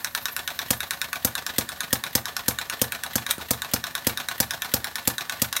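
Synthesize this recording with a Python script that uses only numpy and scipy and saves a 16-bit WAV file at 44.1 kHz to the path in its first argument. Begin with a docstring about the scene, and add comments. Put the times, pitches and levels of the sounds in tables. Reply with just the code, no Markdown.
"""A model gas engine on a workbench

A small hit-and-miss engine runs close by, at about nine turns a second. It coasts for a few turns,
then fires, mostly on every second or third turn: a sharp exhaust pop and a thump into the wooden bench.
The connecting rod knocks on coasting turns, the piston slaps after each knock or pop, and air sighs
through the open exhaust valve. Once it misfires with a soft thud. The small room has a faint hum."""
import sys
import numpy as np
from scipy import signal
from scipy.io import wavfile
from scipy.ndimage import uniform_filter1d

SR = 44100
rng = np.random.default_rng(int(sys.argv[2]) if len(sys.argv) > 2 else 0)


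def master(y):
    """Save y as 16-bit WAV."""
    cut = np.clip(np.atleast_2d(y).T, -1, 1)
    pcm = np.round(cut * 32767)  # scale
    wavfile.write(sys.argv[1], SR, pcm.astype(np.int16))


N = 246947
DEAD_CENTRE = .89  # how far through a turn the piston is deepest in the cylinder


# turns on which the engine fires: (time [s], relative level [dB])
FIRING_TURNS = [(0.7051, -15), (1.2471, -15), (1.5826, -15.5), (1.928, -15), (2.1515, -14), (2.4814, -15),
                (2.815, -15), (3.155, -17), (3.507, -15.5), (3.7355, -16), (4.0677, -15.5), (4.4013, -14),
                (4.7378, -14.5), (5.074, -15), (5.4179, -15.5)]
# tone of the first crack of gas: (frequency [Hz], relative level [dB])
CRACK_TONE = [(100, -40), (500, 3.5), (1000, -9.5), (1600, 0.5), (2200, -3), (3500, 2), (5000, -4),
              (8000, 1), (10200, -5), (11800, 5), (15000, -5)]
# tone of the gush and hiss that follow: (frequency [Hz], relative level [dB])
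GUSH_TONE = [(100, -8), (1000, -6), (2200, -12), (3500, -16), (5000, 2.5), (8000, -4), (10200, -5.5),
             (11500, -5), (13000, 0), (15500, -4.5)]
# ringing notes of the thin metal exhaust pipe: (frequency [Hz], relative level [dB], ring time [s])
PIPE_NOTES = [(4680, -1, 0.039), (5985, -6, 0.02), (6900, 6, 0.017), (7600, 7, 0.014), (8830, 28, 0.021),
              (9190, -28, 0.041), (9600, -2, 0.02), (11360, 18, 0.017), (12000, -16, 0.013),
              (12200, -13, .04), (13100, -20, 0.032), (13100, 21, 0.034), (14800, -11, 0.03)]
# the direct sound, then its echoes off the bench and things on it: (delay [s], gain [ratio])
BENCH_ECHOES = [(0, 1), (.0007, .05), (.0019, -.04), (.0031, .2), (.0124, -.06)]

def exhaust_pops(gush_db=-2, hiss_db=-13, pipe_gain=.22):
    """Burnt gas cracks out, gushes and trails off in a hiss. It rings the pipe and echoes off the bench."""
    jet, out = np.zeros(N), np.zeros(N)
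    for time, db in FIRING_TURNS:
        crack = normalise(shape_tone(puff(rise_s=.0015, decay_s=.002), CRACK_TONE), size=165)
        gush = normalise(shape_tone(puff(rise_s=.0013, decay_s=.0022), GUSH_TONE), size=180)
        hiss = normalise(shape_tone(puff(rise_s=.0015, decay_s=.008), GUSH_TONE), size=400)
        add(jet, time, gain(db) * crack)
        add(jet, time + .004, gain(db) * (gain(gush_db) * gush + gain(hiss_db) * hiss))
    pipe = ring(PIPE_NOTES, size=3000)
    jet += pipe_gain * signal.fftconvolve(jet, pipe / np.linalg.norm(pipe))[:N]
    for delay, strength in BENCH_ECHOES:
        add(out, delay, strength * jet)
    return out


# low notes of the exhaust port and bench: (frequency [Hz], relative level [dB], ring time [s])
THUMP_NOTES = [(75, -19.5, 0.29), (98.3, -15, 0.17), (120.4, -13, 0.2), (171.3, -11, 0.073),
               (219.6, -1.5, 0.053), (263.8, -13.5, 0.11), (505.6, -3.5, 0.063), (541, -24, 0.12),
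               (796, -9.5, 0.13), (921, -8.5, 0.23)]

def bench_thumps(level_db=-24, delay_s=.0031):
    """The push of each firing builds over a millisecond or so and shakes the port and the bench."""
    out = np.zeros(N)
    for time, _ in FIRING_TURNS:
        shake = strike(THUMP_NOTES, spread_db=1.4, size=12000)
        thump = normalise(np.convolve(shake, np.hanning(70)), size=530)  # smoothing softens the start
        add(out, time + delay_s, gain(level_db) * thump)
    return out


# turns on which the engine coasts and the rod knocks: (time [s], relative level [dB])
COASTING_TURNS = [(0.0455, -20.5), (0.1493, -19.5), (0.2556, -20), (0.3647, -21.5), (0.4764, -21),
                  (0.5906, -21), (0.8048, -23), (0.9081, -20), (1.0155, -19.5), (1.13, -22),
                  (1.3527, -21.5), (1.465, -22), (1.69, -26), (1.8057, -21.5), (2.038, -23),
                  (2.2556, -24.5), (2.3662, -21), (2.5869, -22.5), (2.6984, -21.5), (2.9215, -22.5),
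                  (3.0358, -23), (3.2647, -23.5), (3.6195, -23), (3.84, -23), (3.9518, -21),
                  (4.1738, -22.5), (4.286, -21.5), (4.5079, -21.5), (4.6202, -21), (4.8438, -22.5),
                  (4.956, -22.5), (5.1816, -22.5), (5.2961, -22), (5.5273, -21.5)]
# hollow notes of the case around the crank: (frequency [Hz], relative level [dB], ring time [s])
CRANKCASE_NOTES = [(1130, -8, .05), (1490, -1, .055), (1630, 0, .04), (1770, -4, .05)]

def rod_knocks(knock_db=-2, hollow_db=-7):
    """On each coasting turn the connecting rod knocks the iron, and the hollow crankcase rings briefly."""
    out = np.zeros(N)
    for time, db in COASTING_TURNS:
        treble_db = rng.normal(5, 1.8)
        knock = iron_hit(treble_db, ring_db=-4, rise_s=.0005, decay_s=.0013, chatter_bass_db=-9)
        crankcase = strike(CRANKCASE_NOTES, spread_db=2.8, size=2500)
        hollow = normalise(np.convolve(crankcase, np.hanning(12)), size=300)
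        add(out, time, gain(db + knock_db) * knock)
        add(out, time + .0008, gain(db + hollow_db) * hollow)
    return out


def piston_slaps(level_db=-31, delay_s=.0254):
    """The piston slaps about a quarter of a turn after each knock or firing, never quite the same."""
    out = np.zeros(N)
    for time, _ in list(COASTING_TURNS) + list(FIRING_TURNS):
        slap_time = time + rng.normal(delay_s, .0006)
        slap_db = rng.normal(level_db, 1.5)
        slap = iron_hit(treble_db=2, ring_db=-2, rise_s=.0026, decay_s=.0021, chatter_bass_db=.5)
        add(out, slap_time, gain(slap_db) * slap)
    return out


# stray clacks, ticks and one faint slap: (time [s], level [dB], treble boost [dB], chatter decay [s])
STRAY_HITS = [(3.305, -29, 8, 0.00057), (3.3092, -16, 8.5, 0.0023), (3.381, -40, 26, .0008),
              (3.412, -38, 5, 0.0024), (5.564, -28, 33, 0.00088), (5.5659, -19, 5.5, 0.0034)]

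def stray_hits():
    """Stray metal clacks and ticks, and one faint piston slap after the misfire, barely ring the iron."""
    out = np.zeros(N)
    for time, db, treble_db, decay_s in STRAY_HITS:
        hit = iron_hit(treble_db, ring_db=-14, rise_s=.0004, decay_s=decay_s, chatter_bass_db=-8)
        add(out, time, gain(db) * hit)
    return out


# ringing notes of the iron frame and flywheels: (frequency [Hz], relative level [dB], ring time [s])
IRON_NOTES = [(721, -7.9, 0.09), (953, -9.4, 0.09), (1093, -9.8, 0.09), (1163, -7.5, 0.09),
              (1459, 0.0, 0.09), (1518, -3.5, 0.09), (1680, -3.3, 0.09), (1750, -2.9, 0.09),
              (2417, -9.9, 0.06), (2611, -10.2, 0.06), (2767, -11.5, 0.06), (3451, -10.1, 0.06),
              (3758, -6.5, 0.05), (3892, -8.5, 0.05), (4005, -9, 0.05), (4156, -8.8, 0.06),
              (5033, -13.3, 0.06), (5233, -11.3, 0.06), (5518, -12.3, 0.06), (6336, -13.4, 0.06),
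              (6417, -14.3, 0.06), (7461, -16.6, 0.06), (8398, -15.6, 0.06), (9324, -13.4, 0.06),
              (11170, -14.7, 0.06), (11375, -14.8, 0.06), (12888, -14.5, 0.06), (13986, -15.1, 0.06)]
# tone of the engine's tick and rattle when hit: (frequency [Hz], relative level [dB])
CLATTER_TONE = [(100, -68), (500, -26), (1000, 3), (1600, -0.5), (2400, 3), (3100, -5), (3800, 6.5),
                (4700, -16), (5600, -9.5), (7800, -18.5), (9400, -11.5), (10400, -18), (11500, -12),
                (15500, -19.5)]

def iron_hit(treble_db, ring_db, rise_s, decay_s, chatter_bass_db, size=3200):
    """A firm push and a chattering contact make the frame tick, rattle its loose parts and ring."""
    ringing = normalise(strike(IRON_NOTES, spread_db=2.8, size=size))
    # the push is the same every time; the chatter is fresh noise
    pulse = signal.unit_impulse(1024, int(rise_s * SR))
    push = shape_tone(pulse, [(2500, -13.5), (6000, -1.5), (12000, -39)])
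    contact = normalise(puff(rise_s, decay_s, size=1024)) / np.sqrt(1024)
    chatter = shape_tone(contact, [(1700, chatter_bass_db), (5000, 0)])
    tick = normalise(shape_tone(signal.unit_impulse(size), CLATTER_TONE))
    rattle = normalise(shape_tone(puff(rise_s=.0026, decay_s=.006, size=size), CLATTER_TONE))
    frame = tick + gain(-3) * rattle + gain(ring_db) * ringing
    hit = signal.fftconvolve(push + chatter, frame)
    return normalise(shape_tone(hit, [(3500, 0), (8000, treble_db)]), size=300)


# when the engine misfires: (time [s], level [dB])
MISFIRES = [(3.382, -36)]
# dull notes of the misfire's thud: (frequency [Hz], relative level [dB], ring time [s])
MISFIRE_NOTES = [(187, 15, 0.03), (295, 15, 0.02), (396, -13, 0.03)]

def misfire_thud():
    """A misfire: one soft, dull thud in place of a firing."""
    out = np.zeros(N)
    for time, db in MISFIRES:
        add(out, time, gain(db) * normalise(ring(MISFIRE_NOTES), size=530))
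    return out


# tone of gas squeezing past the piston: (frequency [Hz], relative level [dB])
LEAK_TONE = [(300, -22), (1500, -10), (1900, 8), (2300, -8), (3300, 1), (5000, -12), (10000, -16),
             (11800, -4), (15000, -6)]

def piston_leaks(level_db=-36.5, lead_s=.024):
    """Just before each firing, a little of the squeezed gas chirps past the piston."""
    out = np.zeros(N)
    for time, _ in FIRING_TURNS:
        chirp = normalise(shape_tone(puff(rise_s=.004, decay_s=.008), LEAK_TONE), size=400)
        add(out, time - lead_s, gain(rng.normal(level_db, 1.5)) * chirp)
    return out


# gusts through the valve in each turn: (position [turns], width [turns], level [dB])
VALVE_GUSTS = [(.06, 0.13, -42), (0.311, 0.19, -47), (.83, 0.02, -52.5)]

def valve_sighs(turn, middle_hz=1098, swing_octaves=.76, width_hz=120):
    """Air pumped through the valve sounds the cylinder: lower as the piston draws out, higher going in."""
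    pitch_hz = middle_hz * 2 ** (swing_octaves * np.cos(2 * np.pi * (turn - DEAD_CENTRE)))
    note = np.exp(2j * np.pi * np.cumsum(pitch_hz) / SR)
    # smoothed noise turns the pure note into a breathy one
    noise = rng.standard_normal(N) + 1j * rng.standard_normal(N)
    smoothing = np.exp(-np.pi * width_hz / SR)
    flutter = signal.lfilter([1], [1, -2 * smoothing, smoothing ** 2], noise)
    gusts = sum(swell(turn, *gust) for gust in VALVE_GUSTS)
    return gusts * normalise((flutter * note).real)


# tone of the sliding parts: (frequency [Hz], relative level [dB])
RUB_TONE = [(100, 2), (400, -2.5), (900, 3), (1250, 2), (1600, 0.5), (2800, -3.5), (3900, 0), (5000, -6.5),
            (8000, -12.5), (10400, -19), (12000, -7), (15500, -12.5)]
# scrapes of the valve gear in each turn: (position [turns], width [turns], relative level [dB])
VALVE_SCRAPES = [(0.318, 0.09, -38), (.63, 0.018, -48)]

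def rubbing(turn, rest_db=-52.5, moving_db=-49.5, ring_db=-7):
    """Piston and gears rub, louder as the piston speeds up. They scrape twice a turn and ring the iron."""
    grit = rng.standard_normal(N) * gain(4 * rng.standard_normal(N))
    ringing = normalise(signal.fftconvolve(grit, ring(IRON_NOTES))[:N])
    rub = normalise(shape_tone(grit, RUB_TONE)) + gain(ring_db) * ringing
    piston_speed = np.sin(2 * np.pi * (turn - DEAD_CENTRE))
    scrapes = sum(swell(turn, *scrape) for scrape in VALVE_SCRAPES)
    loudness = gain(rest_db) + gain(moving_db) * piston_speed ** 2 + scrapes
    return rub * loudness * waver(spread_db=2)


# tone of the thin, high hiss: (frequency [Hz], relative level [dB])
HISS_TONE = [(3000, -40), (10400, -16), (11500, 0), (12800, 0), (14000, -5), (15500, -8)]

def high_hiss(turn, settled_db=-60, start_boost_db=13, settle_s=1.25, swing_db=3):
    """A fine hiss starts louder and then settles. 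It wavers and swells twice a turn."""
    boost_db = start_boost_db * np.exp(-(np.arange(N) / SR / settle_s) ** 2)
    swell_db = swing_db * np.cos(4 * np.pi * (turn - .23))
    loudness = gain(settled_db + boost_db + swell_db) * waver(spread_db=4)
    return loudness * normalise(shape_tone(rng.standard_normal(N), HISS_TONE))


# how long the room rings: (frequency [Hz], time to fade by 60 dB [s])
ROOM_FADE = [(100, 0.29), (800, 0.23), (4000, 0.13), (15000, 0.18)]

def room_echo(sound, first_echo_s=.007, size=20000):
    """Sound bounces around the small workshop, and the low notes linger longest."""
    echoes = rng.standard_normal(size) * (rng.random(size) < .1)
    echoes *= np.arange(size) > first_echo_s * SR
    hz, t, bands = signal.stft(echoes, SR, nperseg=256)
    fade = gain(-60 * t / look_up(ROOM_FADE, hz)[:, None])
    tail = signal.istft(bands * fade, SR, nperseg=256)[1]
    return signal.fftconvolve(sound, tail / np.linalg.norm(tail))[:N]


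# notes of the workshop's hum: (frequency [Hz], relative level [dB])
HUM_NOTES = [(80.7, -60), (166.9, -63.5), (247.6, -60.5), (328.4, -77), (565.2, -61.5)]
# tone of the still air: (frequency [Hz], relative level [dB])
AIR_TONE = [(20, -7), (70, 12), (130, 5), (350, -9), (800, -15), (2000, -11), (6000, -2), (16000, -2)]

def workshop_background(air_db=-51, hum_db=-1):
    """The soft noise of still workshop air, with a faint steady hum."""
    t = np.arange(N) / SR
    hum = sum(gain(db) * np.sqrt(2) * np.sin(2 * np.pi * (hz * t + rng.random())) for hz, db in HUM_NOTES)
    air = normalise(shape_tone(rng.standard_normal(N), AIR_TONE, size=8192))
    return gain(air_db) * air + gain(hum_db) * hum


def turn_position():
    """How far the engine is through its turn, from 0 to 1. Each knock, firing or misfire starts a turn."""
    starts = np.sort([time for time, _ in [*COASTING_TURNS, *FIRING_TURNS, *MISFIRES]])
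    starts = np.r_[2 * starts[0] - starts[1], starts, 2 * starts[-1] - starts[-2]]  # extend both ends
    return np.interp(np.arange(N) / SR, starts, np.arange(len(starts))) % 1


def swell(turn, centre, width, db):
    """A smooth rise and fall in loudness, once in every turn."""
    distance = (turn - centre + .5) % 1 - .5
    return gain(db) * np.exp(-(distance / width) ** 2)


def waver(spread_db, size=700):
    """A loudness that wanders by chance over a few hundredths of a second."""
    drift = uniform_filter1d(uniform_filter1d(rng.standard_normal(N), size), size)
    return gain(spread_db * normalise(drift))


def puff(rise_s, decay_s, size=4096):
    """A puff of noise that swells, then dies away."""
    t = np.arange(size) / SR
    loudness = np.minimum(t / rise_s, 1) * np.exp(-np.maximum(t - rise_s, 0) / decay_s)
    return loudness * rng.standard_normal(size)


def ring(notes, size=12000):
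    """A struck object sounds all its notes at once. Each fades by 60 dB over its ring time."""
    t = np.arange(size) / SR
    return sum(gain(db - 60 * t / ring_s) * np.cos(2 * np.pi * hz * t) for hz, db, ring_s in notes)


def strike(notes, spread_db, size):
    """The ring of one blow: each note comes out a little louder or softer by chance."""
    return ring([(hz, rng.normal(db, spread_db), ring_s) for hz, db, ring_s in notes], size)


def shape_tone(sound, tone, size=2048):
    """Filters a sound to a tone table. The filter never rings ahead of a hit, so hits stay sharp."""
    log_gain = np.log(gain(look_up(tone, abs(np.fft.fftfreq(size, 1 / SR)))))
    response = np.exp(np.conj(signal.hilbert(log_gain)))
    taps = np.fft.ifft(response).real[:size // 2]
    return signal.fftconvolve(sound, taps)[:len(sound)]


def look_up(table, hz):
    """Reads between the rows of a frequency table, with octaves evenly spaced."""
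    row_hz, values = np.transpose(table)
    return np.interp(np.log(hz + 1), np.log(row_hz + 1), values)


def gain(db):
    """Turns decibels into a number to multiply by."""
    return 10 ** (np.asarray(db) / 20)


def normalise(sound, size=None):
    """Scales a sound so its first `size` samples (all by default) have an average strength (rms) of 1."""
    return sound / np.sqrt(np.mean(sound[:size] ** 2) + 1e-20)


def add(mix, time, sound):
    """Adds a sound to the mix at a time in seconds."""
    part = mix[max(round(time * SR), 0):][:len(sound)]
    part += sound[:len(part)]


def scene(engine_echo_db=-11, thump_echo_db=-15):
    """The engine and its thumps, their echo in the room, and the background, in one channel."""
    turn = turn_position()
    thumps = bench_thumps()
    engine = rod_knocks() + piston_slaps() + stray_hits() + misfire_thud()
    engine += exhaust_pops() + piston_leaks()
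    engine += valve_sighs(turn) + rubbing(turn) + high_hiss(turn)
    echo = room_echo(gain(engine_echo_db) * engine + gain(thump_echo_db) * thumps)
    return (engine + thumps + echo + workshop_background())[None]


def record(dry, low_cut_hz=55, high_cut_hz=15950):
    """Trims away the deepest bass and the very highest treble."""
    bass_cut = signal.butter(3, low_cut_hz, "high", fs=SR, output="sos")
    treble_cut = signal.firwin(255, high_cut_hz, window=("kaiser", 9), fs=SR)
    return signal.oaconvolve(signal.sosfilt(bass_cut, dry), treble_cut[None], "same")


dry = scene()
out = record(dry)
master(out)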